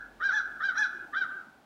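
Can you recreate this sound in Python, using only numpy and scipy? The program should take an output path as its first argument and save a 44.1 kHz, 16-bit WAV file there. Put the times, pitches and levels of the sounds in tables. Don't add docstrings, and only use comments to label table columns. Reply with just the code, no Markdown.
import sys
import numpy as np
from scipy import signal
from scipy.fft import rfft, irfft, next_fast_len
from scipy.io import wavfile
from scipy.ndimage import map_coordinates

SR = 44100
rng = np.random.default_rng(int(sys.argv[2]) if len(sys.argv) > 2 else 0)


def store_wav(level_fs):
    pcm = np.round(np.clip(np.atleast_2d(level_fs), -1, 1) * 32767)
    wavfile.write(sys.argv[1], SR, pcm.T.astype(np.int16))


N = 72765
LEAD = SR // 2
TIME = np.arange(-LEAD, N) / SR


def amp(db):
    return 10 ** (np.asarray(db) / 20)


def unit(x):
    return x / np.sqrt(np.mean(x ** 2) + 1e-20)


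def gain_at(t, points):
    return amp(np.interp(t, *np.transpose(points)))


def wobble(rate, size):
    return map_coordinates(rng.standard_normal(size // 8), [np.arange(size) * rate / SR], mode="wrap")


def filtered(x, response):
    padded = next_fast_len(len(x) + SR // 4)
    return irfft(rfft(x, padded) * response(np.fft.rfftfreq(padded, 1 / SR)), padded)[:len(x)]


def coloured(x, points):
    point_hz, db = np.transpose(points)
    return filtered(x, lambda hz: amp(np.interp(np.log(hz + 1), np.log(point_hz + 1), db)))


def wind():
    # frequency in Hz, relative level in dB.
    colour = [(28, -45), (55, -9), (75, -7.5), (100, -8), (170, -3.5), (260, 2.5), (480, -6.5), (780, -0.5),
              (1100, -8.5), (2000, -14.5), (2800, -18), (4000, -20.5), (6000, -26), (9000, -29.5),
              (13000, -32.5), (15500, -32)]
    # time in seconds, level in dB.
    levels = [(0, -59), (.5, -57), (1, -57), (1.3, -57), (1.65, -61)]
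    air = unit(coloured(rng.standard_normal(N), colour))
    low_part = filtered(air, lambda hz: 1 / (1 + (hz / 900) ** 4))
    sway = amp(wobble(25.01, N))
    return (air + low_part * (sway - 1)) * gain_at(TIME[LEAD:], levels)


def drone(pitch_hz=46):
    # time in seconds, level in dB.
    levels = [(0, -63.5), (.7, -70.5), (1.1, -75.5), (1.65, -88)]
    t = TIME[LEAD:]
    phase = 2 * np.pi * pitch_hz * t + .4 * wobble(2.7, N)
    return np.sqrt(2) * np.sin(phase) * gain_at(t, levels)


def far_notes(width_s=0.017, sag_per_s=2.5):
    # time of the peak in seconds, pitch there in Hz, level in dB.
    notes = [(0.962, 355, -55.5), (1.041, 353, -53), (1.095, 830, -53.5), (1.22, 378, -58),
             (1.37, 359, -56.5), (1.483, 225.7, -56)]
    out = np.zeros(N)
    for peak_s, hz, db in notes:
        t = TIME[LEAD:] - peak_s
        swell = np.exp(-(t / width_s) ** 2 / 2)
        phase = 2 * np.pi * hz * (t - sag_per_s * t ** 2 / 2) + .5 * wobble(120, N)
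        out += amp(db) * swell * np.sin(phase)
    return out


def valley_echo(calls, rise_s=0.0087, fade_s=0.35):
    # delay in seconds, relative level in dB.
    slope_levels = [(.02, -43.5), (.07, 5), (.12, -1.5), (.17, 7), (.215, -4), (.25, -9.5), (.33, -17),
                    (.5, -35.5)]
    # frequency in Hz, gain in dB.
    slope_colour = [(500, -12), (850, -10.5), (1200, 4), (1600, -0.5), (2400, -5), (3400, -9.5),
                    (4000, -17), (6000, -16), (10000, -31.5)]
    t = np.arange(SR // 2) / SR
    scatter_shape = amp(-60 * t / fade_s) * (1 - np.exp(-t / rise_s))
    scatter = unit(rng.standard_normal(len(t)) * scatter_shape)
    slope = unit(rng.standard_normal(len(t)) * gain_at(t, slope_levels))
    tail = amp(-10.5) * (scatter + coloured(slope, slope_colour))
    return signal.fftconvolve(calls, tail / np.sqrt(len(t)))[:len(calls)]


def near_reflections(voice, paths):
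    return filtered(voice, lambda hz: 1 + sum(
        gain * np.exp(-2j * np.pi * hz * delay_s) for delay_s, gain in paths))


def caw(t, top_hz, treble_db, arch, effort, throat):
    treble_hz, dulling_db = 2854, 50.5
    jitter, flutter_db = 0.018, 4
    rise_s, rise_power, fall_s, fall_power = arch
    sag = np.where(t < 0, (abs(t) / rise_s) ** rise_power, (abs(t) / fall_s) ** fall_power)
    sag = np.minimum(sag, .25)
    pitch = top_hz * (1 - sag)
    effort_s, effort_db, roughness = np.transpose(effort)
    rough = np.interp(t, effort_s, roughness)
    shaky_pitch = pitch * (1 + jitter * rough * wobble(500, len(t)))
    phase = 2 * np.pi * np.cumsum(shaky_pitch) / SR
    voice = np.zeros(len(t))
    for k in range(1, 16):
        hoarse = np.clip(rough + min(.2 * abs(k - 2), .4), 0, 1)
        rasp = (wobble(580, len(t)) + 1j * wobble(580, len(t))) / np.sqrt(2)
        clean_and_rasp = np.sqrt(1 - hoarse ** 2) + hoarse * rasp
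        treble_octaves = np.maximum(np.log2(k * pitch / treble_hz), 0)
        flicker_db = flutter_db * (k > 2) * wobble(100, len(t))
        gain = amp(treble_octaves * (treble_db - dulling_db * sag) + flicker_db)
        voice += gain * np.real(clean_and_rasp * np.exp(1j * k * phase))
    loudness = amp(np.interp(t, effort_s, effort_db, left=-120, right=-120))
    return coloured(voice * loudness, throat)


def raven(caws, arch, effort, throat):
    voice = np.zeros(len(TIME))
    for top_s, top_hz, db, treble_db in caws:
        start = LEAD + round(top_s * SR) - SR // 8
        span = slice(start, start + SR // 4)
        voice[span] += amp(db) * caw(TIME[span] - top_s, top_hz, treble_db, arch, effort, throat)
    return voice


def low_raven():
    # time of the top in seconds, top pitch in Hz, gain in dB, treble tilt in dB per octave.
    caws = [(.2556, 803, -22.5, 3.5), (.6556, 798.7, -23, 1.5), (1.1839, 795.4, -23.5, -2)]
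    # time scale in seconds and curve power for the rise, then the same for the fall.
    arch = (.0822, 2.166, .1339, 2.29)
    # seconds from the top, gain in dB, roughness from 0 to 1.
    effort = [(-.058, -30, 0.64), (-.048, -7.5, 0.6), (-.027, -4, .2), (0, 2.5, .04), (.02, -5.5, .04),
              (.039, 1.5, .08), (0.059, -9.5, 0.24), (0.083, -30, 0.3)]
    # frequency in Hz, gain in dB.
    throat = [(500, -22), (800, -35.5), (1030, -26), (1210, 0), (1400, -1.5), (1600, -1), (1780, -6),
              (1930, -14), (2150, -32), (2400, -34), (2700, -55.5), (3000, -30), (3220, -24), (3550, -27.5),
              (3850, -22), (4020, -28), (4300, -43), (4700, -35), (5100, -38.5), (5600, -35), (6400, -45.5),
              (7200, -59.5), (11000, -71)]
    # delay in seconds, gain as a factor.
    paths = [(.01175, .52)]
    return near_reflections(raven(caws, arch, effort, throat), paths)


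def high_raven():
    # time of the top in seconds, top pitch in Hz, gain in dB, treble tilt in dB per octave.
    caws = [(-.185, 860, -28, 0), (.3465, 868.6, -25.5, -1.27), (.7986, 864.4, -24.5, 1)]
    # time scale in seconds and curve power for the rise, then the same for the fall.
    arch = (.1032, 1.47, .1335, 2.124)
    # seconds from the top, gain in dB, roughness from 0 to 1.
    effort = [(-.06, -30.5, 0.44), (-.04, -5.5, 1), (-.02, 0.5, 0.22), (0, 0.5, 0.099), (.035, 0.5, 0.14),
              (.058, 0, 0.23), (0.087, -36.5, 0.35)]
    # frequency in Hz, gain in dB.
    throat = [(500, -39.5), (760, -40), (860, -17), (1030, -22.5), (1280, -3), (1500, -0.5), (1730, 0),
              (1880, -15), (2200, -31.5), (2500, -27), (2750, -55), (3200, -29), (3450, -20.5),
              (3700, -31.5), (4000, -15), (4300, -38.5), (4700, -26.5), (5150, -35), (5700, -16),
              (6020, -26.5), (6350, -29.5), (6900, -40.5), (7500, -53), (9000, -47), (12000, -71.5)]
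    # delay in seconds, gain as a factor.
    paths = [(.010674, .2), (.027426, .21)]
    return near_reflections(raven(caws, arch, effort, throat), paths)


def scene():
    calls = low_raven() + high_raven()
    echoing_calls = (calls + valley_echo(calls))[LEAD:]
    return (echoing_calls + far_notes() + wind() + drone())[None]


def record(dry):
    return filtered(dry[0], lambda hz: hz < 15800)[None]


dry = scene()
out = record(dry)
store_wav(out)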